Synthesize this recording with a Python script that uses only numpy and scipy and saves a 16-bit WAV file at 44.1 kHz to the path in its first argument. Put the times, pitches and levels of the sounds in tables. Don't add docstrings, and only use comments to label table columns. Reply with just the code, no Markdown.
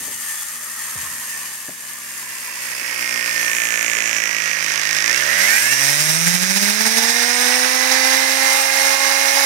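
import sys
import numpy as np
from scipy import signal
from scipy.fft import rfft, irfft, next_fast_len
from scipy.io import wavfile
from scipy.ndimage import uniform_filter1d, map_coordinates

SR = 44100
rng = np.random.default_rng(int(sys.argv[2]) if len(sys.argv) > 2 else 0)


def linear_from_db(decibels):
    return 10 ** (np.asarray(decibels, float) / 20)


def dump(signal):
    limited = np.clip(np.atleast_2d(signal).T, -1, 1)
    pcm = np.round(limited * 32767).astype(np.int16)
    wavfile.write(sys.argv[1], SR, pcm)


N = 416744
TIME = np.arange(N) / SR
TURNED = np.clip((TIME - 4.5) / 0.24, 0, 1)


def unit(x):
    return x / np.sqrt(np.mean(x ** 2) + 1e-20)


def curves(rows):
    s, *cols = np.transpose(rows)
    return [np.interp(TIME, s, c) for c in cols]


def along(points, at):
    x, *cols = np.transpose(points)
    return [np.interp(np.log(at), np.log(x), v) for v in cols]


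def wobble(rate):
    knots = rng.standard_normal(int(N * rate / SR) + 4)
    return map_coordinates(knots, [np.arange(N) * rate / SR])


def sine(order, turns, phase):
    return np.sin(2 * np.pi * order * turns + phase)


def filtered(x, response):
    m = next_fast_len(N + 8192)
    return irfft(rfft(x, m) * response(np.fft.rfftfreq(m, 1 / SR)), m)[..., :N]


def modes(f, rows):
    total = 0
    for k, (c, w, db) in enumerate(rows):
        total = total + (-1) ** k * linear_from_db(db) * 1j * f * w / (c * c - f * f + 1j * f * w)
    return total


def rung_twice(x, hz, width):
    return filtered(x, lambda f: modes(f, [(hz, width, 0)]) ** 2)


def housing(x, rows, fast):
    slow_ring = unit(filtered(x, lambda f: modes(f, [(c, w, db) for c, w, db, _ in rows])))
    fast_ring = unit(filtered(x, lambda f: modes(f, [(c, w, db) for c, w, _, db in rows])))
    return (1 - fast) * slow_ring + fast * fast_ring


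def pulses(turns, jitter, scatter_db):
    k = np.arange(1, int(turns[-1]))
    chance = rng.standard_normal((len(k), 2))
    at = np.interp(k + jitter * chance[:, 0], turns, np.arange(N)).clip(0, N - 2)
    size, i = linear_from_db(scatter_db * chance[:, 1]), at.astype(int)
    return np.bincount(i, size * (1 - at + i), N) + np.bincount(i + 1, size * (at - i), N)


def rasp(turns, tones, grit, beat):
    rub = rng.standard_normal(N) * linear_from_db(grit * wobble(1500) + beat * np.cos(2 * np.pi * turns))
    return unit(rub) + tones


# [t/s, speed/turns per s]
SHAFT_SPEED = [(0.0, 84.73), (0.7, 77.05), (1.5, 69.96), (2.4, 63.93), (3.3, 59.12), (4.1, 55.81),
               (4.8, 52.36), (5.03, 53.15), (5.28, 72.96), (5.45, 96.3), (5.7, 127.5), (5.88, 142.0),
               (6.1, 157.65), (6.92, 224.61), (7.2, 239.7), (7.7, 255.75), (8.2, 265.12), (8.7, 270.16),
               (9.45, 275.55)]


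def drive():
    speed, = curves(SHAFT_SPEED)
    turns = np.cumsum(speed) / SR + .3
    return speed, turns, np.clip((speed - 90) / 140, 0, 1)


# [t/s, level/dB]
WHIP_SWELLS = [(1.12, 0), (5.52, 0.5), (5.63, 2), (5.73, 6), (5.85, 3.5), (5.94, 2), (6.011, 5), (6.1, 6.5),
               (6.276, 7), (6.35, 9), (6.43, 7.5), (6.51, 6), (6.57, 8), (6.63, 9.5), (6.7, 4), (6.811, 6),
               (6.87, 8), (6.92, 5), (6.981, 7), (7.039, 5), (7.1, 3.5), (7.23, 4), (7.47, 3), (7.76, 7),
               (7.92, 3.5)]


def whip():
    swell = sum(db * np.exp(-((TIME - s) / 0.011) ** 2 / 2) for s, db in WHIP_SWELLS)
    return swell - uniform_filter1d(swell, SR // 5) + 1.2 * wobble(7) + wobble(30)


# [order/cycles per turn, level/dB]
RACE_TONES = [(10.5, -6), (13.1, -5), (14, -3), (17.58, -1), (20.9, -3), (21.95, -3), (24.3, -3),
              (24.9, -5), (27.7, -1), (31.8, -3), (34.6, -2), (35.3, 2), (38.25, 1), (38.8, 0), (42.2, 1),
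              (43.15, 0), (45.1, -2), (48.4, -2), (49.3, -4), (52, 1), (52.9, -5), (56.45, 3), (59.1, -3),
              (60.8, 2), (63, -2), (66, -4), (66.75, -4), (69.8, 0), (73.7, 0)]
TOOL_ORDER = 23


def bearings(turns, speed):
    def line(order, db):
        audible = order * speed < .45 * SR
        return linear_from_db(db + 5.2 * wobble(10)) * audible * sine(order, turns, 0.053 * order * wobble(20))

    low = sum(line(k, db) for k, db in RACE_TONES if k < TOOL_ORDER)
    low = low * (0.067 + .17 * np.exp(-((speed - 110) / 28) ** 2))
    high = sum(line(k, db) for k, db in RACE_TONES if k > TOOL_ORDER)
    high = high * .085 * (speed / 125) ** 1.15
    return low + .45 * high, .3 * low + high


# [t/s, level/dB]
BRUSH_HISS = [(0, -21.5), (.4, -20), (.6, -23.5), (1.3, -20), (1.6, -24.5), (3.3, -23.5), (3.6, -20),
              (4.2, -28), (5.0, -26), (5.6, -13), (5.8, -17.5), (6.2, -17), (6.7, -20.5), (7.2, -18),
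              (8, -18.5), (8.6, -16), (8.8, -18), (9.45, -17.5)]
# [f/Hz, width/Hz, slow level/dB, fast level/dB]
BODY_RINGS = [(854, 120, -2, 25), (1150, 230, -1.5, -42), (1786, 116, 10, 16), (2920, 1700, -3, -10)]
# [f/Hz, width/Hz, slow level/dB, fast level/dB]
BRUSH_RINGS = [(4700, 800, -14, -20), (6400, 500, -6, -7), (7400, 350, -5, -6), (8620, 200, 0, 2),
               (9900, 1600, -10, -6), (11800, 1300, -7, -5.5), (15600, 350, -16, -11)]


def motor(turns, speed, tones, fast, swell):
    brush_db, = curves(BRUSH_HISS)
    body_db = brush_db - 11 - 8.5 * np.exp(-((speed - 150.5) / 83) ** 2)
    body_rub = rasp(turns, 1.65 * tones, 0.81, 0.39)
    brush_rub = rasp(turns, 0.58 * tones, 2.6, 0.33)
    ports = []
    for body_trim_db, brush_trim_db in [(-0.5, -5), (-0.5, -10)]:
        body = housing(body_rub + 1.3 * rng.standard_normal(N), BODY_RINGS, fast)
        brush = housing(brush_rub + 3.4 * rasp(turns, 0.4 * tones, 3.6, 0.29), BRUSH_RINGS, fast)
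        body = linear_from_db(body_db + body_trim_db + 1.15 * swell) * body
        brush = linear_from_db(brush_db + brush_trim_db + .85 * swell) * brush
        ports.append(body + brush)
    return np.array(ports)


# [f/Hz, width/Hz, slow level/dB, fast level/dB]
BARREL_RINGS = [(603, 2280, -19.5, -13), (1000, 950, -10.5, -3), (1710, 400, 2, 9), (2387, 1000, -2, 4)]


def barrel(turns, tones, near_db, fast, swell):
    level_db = near_db + 1.5 * TURNED * (1 - fast) - 6.5 + .5 * swell
    return linear_from_db(level_db) * housing(rasp(turns, 0.65 * tones, 3.0, 1.0), BARREL_RINGS, fast)


# [t/s, f/Hz]
COLLET_RING = [(0, 6200), (3, 5150), (3.35, 5250), (3.6, 6570), (4.05, 6450), (4.35, 5750), (5, 5550),
               (5.6, 5670), (7, 5470), (9.45, 5590)]


def collet(turns, tones, near_db, fast, swell):
    centre, = curves(COLLET_RING)
    level_db = -13 + near_db + 10.5 + 0.5 * (centre - 5500) / 1000
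    level_db = level_db - TURNED * (1 - fast) - 5.5 + 0.75 * swell
    rub = rasp(turns, 1.4 * tones, 2.5, 1.0)
    upper = 0
    for hz in [5200, 5900, 6600]:
        share = np.clip(1 - abs(centre - hz) / 700, 0, 1) ** .5
        upper = upper + share * unit(rung_twice(rub, hz, 1300))
    low_rub = rasp(turns, .3 * tones, 2, .9)
    lower = unit(filtered(low_rub, lambda f: modes(f, [(3900, 700, 0)]) ** 2 + modes(f, [(5400, 450, 1)]) ** 2))
    woken = .1 + .3 * TURNED * (1 - fast) + .6 * fast
    return linear_from_db(level_db) * (upper + woken * lower)


# [f/Hz, width/Hz, slow level/dB, fast level/dB]
SIZZLE_RINGS = [(8600, 500, 0, -2), (10000, 1300, -7, -4), (11800, 900, -3, 0), (15600, 350, -12, -7)]


def sizzle(turns, high_tones, fast, swell):
    level_db = -23.5 + 1.37 * (curves(BRUSH_HISS)[0] + 21)
    rub = rasp(turns, 1.5 * high_tones, 2.0, 0.59)
    return linear_from_db(level_db - 9.0 + 1.0 * swell) * housing(rub, SIZZLE_RINGS, fast)


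# [speed/turns per s, tick over barrel level/dB]
COUPLING_PLAY = [(52, 13), (57, 16), (61, 14), (63, 11), (70, 5), (82, -2), (100, -13), (122, -8),
                 (140, 11), (236, 11), (255, 0), (276, -3)]
# [f/Hz, width/Hz, level/dB]
FACING_TICK = [(300, 200, -10), (532, 220, -7), (2330, 690, 4), (6130, 2330, -7), (11500, 5800, -19)]
# [f/Hz, width/Hz, level/dB]
AWAY_TICK = [(300, 170, -12), (560, 150, -7), (2200, 800, 2.5), (3900, 1300, -7), (5500, 2300, -1)]


def shaft_tick(turns, speed, near_db, fast):
    def rung(x, rings, sign):
        return filtered(x, lambda f: sum(sign ** (c > 4000) * linear_from_db(db) * modes(f, [(c, w, 0)]) ** 2
                                         for c, w, db in rings))

    tick_db = near_db + along(COUPLING_PLAY, speed)[0]
    cage_sway_db = 0.63 * np.cos(2 * np.pi * .143 * turns + 1)
    blows = pulses(turns, 0.002, .6) * linear_from_db(tick_db + cage_sway_db + 20.0 - 10 * fast + 0.5 * TURNED)
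    ring = rung((1 - TURNED) * blows, FACING_TICK, -1) + rung(TURNED * blows, AWAY_TICK, 1)
    snaps = pulses(turns, .003, 0.98) * linear_from_db(tick_db + 8) * np.clip(.7 * TURNED + 2 * fast, 0, 1)
    return ring + filtered(snaps, lambda f: modes(f, [(5300, 3600, 0)]))


# [t/s, barrel level/dB]
TOOL_NEARNESS = [(0, -40), (.25, -34.5), (.8, -33.5), (1.0, -31), (1.4, -28), (1.6, -35), (2.2, -31),
                 (2.6, -25.5), (3.0, -19), (4.0, -15), (4.8, -15.5), (5.5, -11), (6.0, -14.5), (6.8, -14),
                 (7.25, -11), (8.5, -10.5), (8.9, -11.5), (9.45, -11)]


def handpiece(turns, speed, tones, high_tones, fast, swell):
    near_db, = curves(TOOL_NEARNESS)
    tick = shaft_tick(turns, speed, near_db, fast)
    near = barrel(turns, tones, near_db, fast, swell) + collet(turns, tones, near_db, fast, swell)
    near = near + sizzle(turns, high_tones, fast, swell) + tick
    leak = np.roll(linear_from_db(-22) * near + linear_from_db(-14) * np.diff(tick, prepend=0), 16)
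    return np.array([leak, near])


# [speed/turns per s, unbalance/dB, 2nd order/dB, 3rd order/dB]
SHAFT_SHAKE = [(55, -38, -45, -28.5), (58, -37, -34, -28.5), (68, -38, -29, -33), (80, -30, -31, -31),
               (90, -41, -26, -33), (114, -32, -32, -35), (138, -20.5, -24, -32), (172, -7.5, -33.5, -22.5),
               (210, -13.5, -24.5, -29), (240, -17.5, -17.5, -20), (267.4, -20, -16.5, -19.5),
               (268.4, -26, -16.5, -18)]
# [order/cycles per turn, level re low orders/dB]
SHAFT_UPPER = [(4, -5), (5, -6), (6, -4), (7, -3), (8, -4), (9, -4), (10, -8), (11, -11), (12, -11),
               (15, -9), (16, -9)]
# [order/cycles per turn, level over barrel/dB, f/Hz, width/Hz]
BALL_WHINES = [(30.85, -6, 1808, 100), (35.3, -9, 1890, 130), (42.2, -12, 2700, 240),
               (30.85, -10, 1990, 160), (21.05, -7, 2000, 500), (35.3, -12, 2150, 200),
               (31.8, -14, 1900, 250), (26.1, -10, 1900, 350), (25, -11, 1800, 300), (24.3, -9, 1900, 350),
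               (23.2, -9, 2000, 400), (21.9, -8, 2150, 500), (19.2, -11, 1800, 400), (15, -11, 1620, 250),
               (14, -6, 1720, 260), (20.95, -10, 2600, 350), (13, -12, 1850, 300), (8.83, -15, 2060, 280),
               (35.3, -7.5, 5900, 900), (42.4, -9, 5700, 1100), (45.4, -15, 5900, 1000),
               (49, -18, 5800, 1000), (31.8, -17, 5600, 900), (51.8, -19, 5800, 1000),
               (55.9, -20, 5500, 1200), (59.3, -20, 5500, 1200), (27.7, -17, 6100, 1200),
               (54.2, -23, 8800, 1600), (59.4, -24, 9800, 2000), (56.45, -27, 10200, 2000),
               (60.8, -26, 11800, 1800), (52.1, -27, 10300, 1800), (69.8, -23, 10500, 2500),
               (63, -25, 9500, 2500), (66.4, -28, 11000, 2000), (45.2, -28, 10300, 1200),
               (17.45, -7, 1920, 380)]


def whine(turns, speed, fast, swell):
    def line(order, db, blur):
        return np.sqrt(2) * linear_from_db(db) * sine(order, turns, blur * wobble(25))

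    def ring(off_hz, width):
        return 1 / (1 + (2 * off_hz / width) ** 2)

    near_db, = curves(TOOL_NEARNESS)
    one, two, three = 0.88 * near_db + along(SHAFT_SHAKE, speed)
    shaft = line(1.0, one + 0.86 * swell, .05) + line(2, two + 0.9 * swell, 0.24)
    shaft = shaft + line(3, three + .5 * swell, 0.19)

    lows_db = (two + three) / 2 + .7 * swell
    runup = np.clip((speed - 55) / 15, 0, 1) * (TURNED > 0)
    upper = 0
    for k, db in SHAFT_UPPER:
        lift_db = runup * (9 * ring(k * speed - 590, 120) + 2 * (1 - fast) * (k < 10))
        upper = upper + line(k, lows_db + lift_db + db + 2 * wobble(8), 0.19 * k)
    half_orders = [(.5, -55), (1.5, -54), (2.5, -43), (7.5, -35)]
    halves = sum(line(k, db + 40 * (fast - 1), .4) for k, db in half_orders)

    cage_db = near_db - 12 + 22 * np.log2(speed / 251) - 1.5 * np.clip(speed - 272, 0, None)
    cage_orders = [(7.75, -1), (4.42, -15), (6.42, -12)]
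    cage = sum(line(k, cage_db + db + 1.5 * wobble(12), .4) for k, db in cage_orders)

    balls, far = np.zeros(N), np.zeros(N)
    for k, db, hz, width in BALL_WHINES:
        tone = ring(k * speed - hz, width) * line(k, near_db + db + 2.0 * wobble(16), .7)
        balls += tone
        if hz > 8000:
            far += tone
    left_shaft_db = -31.0 + 28.5 * np.clip((2.6 - TIME) / 0.32, 0, 1)
    left = linear_from_db(left_shaft_db) * shaft + linear_from_db(-38) * cage + linear_from_db(-56) * balls + linear_from_db(-1) * far
    return np.array([left, shaft + upper + halves + cage + balls])


# [f/Hz, level/dB per Hz]
ROOM_AIR = [(20, -18), (60, -4), (150, -1), (300, 0), (700, 0), (2000, -16), (6000, 2.5), (16000, -7.5)]
# [f/Hz, level/dB]
SUPPLY_HUM = [(120, -80), (241, -59), (360, -78), (600, -68)]


def room(fast):
    f, db = np.transpose(ROOM_AIR)
    air = rng.standard_normal(N) + 0.67 * rng.standard_normal((2, N))
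    air = unit(filtered(air, lambda hz: linear_from_db(np.interp(np.log(hz + 1), np.log(f), db))))
    hum = sum(np.sqrt(2) * linear_from_db(db + wobble(3.2)) * np.sin(2 * np.pi * hz * TIME) for hz, db in SUPPLY_HUM)
    return linear_from_db(-46.0) * air + hum * linear_from_db(-25 * fast)


# [t/s, length/s, level/dB, f/Hz]
CABLE_DRAGS = [
    (0, 0.13, -47, 240),
    (0, .22, -52, 80),
    (1.12, .11, -51.5, 90),
    (6.152, 0.49, -54, 55),
]


def shuffles():
    out = np.zeros(N)
    for s, length, db, hz in CABLE_DRAGS:
        hold = np.clip(np.minimum(TIME - s + 0.012, s + length - TIME) / 0.018, 0, 1)
        rumble = unit(rung_twice(rng.standard_normal(N), hz, 2.4 * hz))
        out += linear_from_db(db + 4 * wobble(25.4)) * hold * rumble
    return out * linear_from_db([[2], [-2]])


# [t/s, peak level/dB, f/Hz, t60/s, left over right level/dB]
FLOOR_KNOCKS = [(.009, -41, 176, 0.12, 3), (0.956, -32, 74.6, 0.25, 3), (1.028, -38, 80, 0.25, 4),
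                (1.11, -43, 90, 0.29, 5), (1.19, -53, 85, .15, -2), (1.681, -28, 1650, .025, 4),
                (1.686, -29, 190, 0.046, 3), (1.693, -28, 520, .022, 6), (1.7, -36, 150, 0.12, 3),
                (2.819, -38, 204, 0.047, -10), (2.919, -41, 375, 0.078, 2), (3.051, -44, 1000, .05, 0),
                (3.15, -40, 350, .08, 0), (3.229, -44, 330, .08, 0), (3.327, -50, 458, 0.084, 0),
                (3.964, -37, 386, 0.12, -13), (4.1, -47, 400, .08, 0), (4.858, -69, 300, .07, -3),
                (4.939, -55, 399, .07, -7), (6.205, -41, 60, .1, -22), (6.434, -41, 270, 0.058, -21),
                (6.635, -41, 270, 0.052, -17)]


def knocks():
    out, t = np.zeros((2, N + SR)), np.arange(SR // 4) / SR
    soft = signal.butter(1, 900, fs=SR)
    for s, db, hz, t60, pan_db in FLOOR_KNOCKS:
        decay = linear_from_db(-60 * t / t60)
        puff = 1.3 * decay * signal.lfilter(*soft, rng.standard_normal(len(t)))
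        thump = decay * np.sin(2 * np.pi * hz * t + 8 * (1 - np.exp(-t / 0.009)))
        sides = linear_from_db(db + np.array([[pan_db / 2], [-pan_db / 2]]))
        out[:, round(s * SR):][:, :len(t)] += sides * (thump + puff)
    return out[:, :N]


# [t/s, level/dB]
SLACK_RUSTLE = [(0, -52), (.9, -40.5), (1.6, -50), (2, -53), (2.9, -47.5), (3.3, -44.5), (4, -49)]
# [t/s, peak level/dB, f/Hz]
SINGLE_SLAPS = [(1.943, -38, 1060), (1.978, -37, 1220), (2.144, -40, 1150), (2.183, -41, 1160),
                (2.223, -35, 1036), (2.264, -36, 1030), (2.321, -42, 966), (2.357, -36, 1060),
                (2.397, -42, 1000), (2.479, -32, 1020), (2.52, -35, 1025), (2.57, -34, 1000),
                (2.747, -34, 1110), (2.825, -34, 1110), (2.879, -37, 985), (2.919, -35, 956)]


def burble(fast):
    slaps = rng.standard_normal(N) * linear_from_db(3.3 * wobble(45))
    high, low = unit(rung_twice(slaps, 1240, 230)), unit(rung_twice(slaps, 1082, 230))
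    sunk = np.interp(TIME, (0.74, 1.2), [0, 1])
    rustle = np.sqrt(1 - sunk) * high + np.sqrt(sunk) * low
    out = linear_from_db(curves(SLACK_RUSTLE)[0]) * (1 - fast) * rustle
    t, rise_s = np.arange(SR // 10) / SR, 0.0042
    for s, db, hz in SINGLE_SLAPS:
        swell_and_die = np.e * t / rise_s * np.exp(-t / rise_s)
        blip = swell_and_die * np.sin(2 * np.pi * hz * t * (1 - 1.5 * t))
        out[round(s * SR):][:len(t)] += linear_from_db(db - 1) * blip
    return out


# [f/Hz, width/Hz, level/dB]
SHELL_RINGS = [(8620, 350, 0), (7400, 300, -7)]


def shell(turns, speed):
    def flare(hz):
        return sum(linear_from_db(db) / (1 + (2 * (hz - c) / w) ** 2) for c, w, db in SHELL_RINGS)

    sung = np.zeros(N)
    for k, db in RACE_TONES:
        if k > TOOL_ORDER:
            sung += flare(k * speed) * linear_from_db(db + 2 * wobble(12)) * sine(k, turns, 2.3 * wobble(25))
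    return linear_from_db(curves(BRUSH_HISS)[0] - 11) * sung * linear_from_db([[0], [-8]])


def scene():
    speed, turns, fast = drive()
    swell = whip()
    tool_tones, motor_tones = bearings(turns, speed)
    machine = motor(turns, speed, motor_tones, fast, swell)
    machine = machine + handpiece(turns, speed, tool_tones, motor_tones, fast, swell)
    machine = machine + whine(turns, speed, fast, swell)
    return machine + room(fast) + shuffles() + knocks() + burble(fast) + shell(turns, speed)


def low_pass(x):
    return signal.sosfilt(signal.butter(12, 16380, fs=SR, output="sos"), x)


def record(dry):
    x = filtered(dry, lambda f: (1j * f / (60 + 1j * f)) ** 2)
    x = x / (1 + np.abs(x / 0.97) ** 8) ** (1 / 8)
    x = filtered(x, lambda f: f < 15850)
    return low_pass(x)


dry = scene()
out = record(dry)
dump(out)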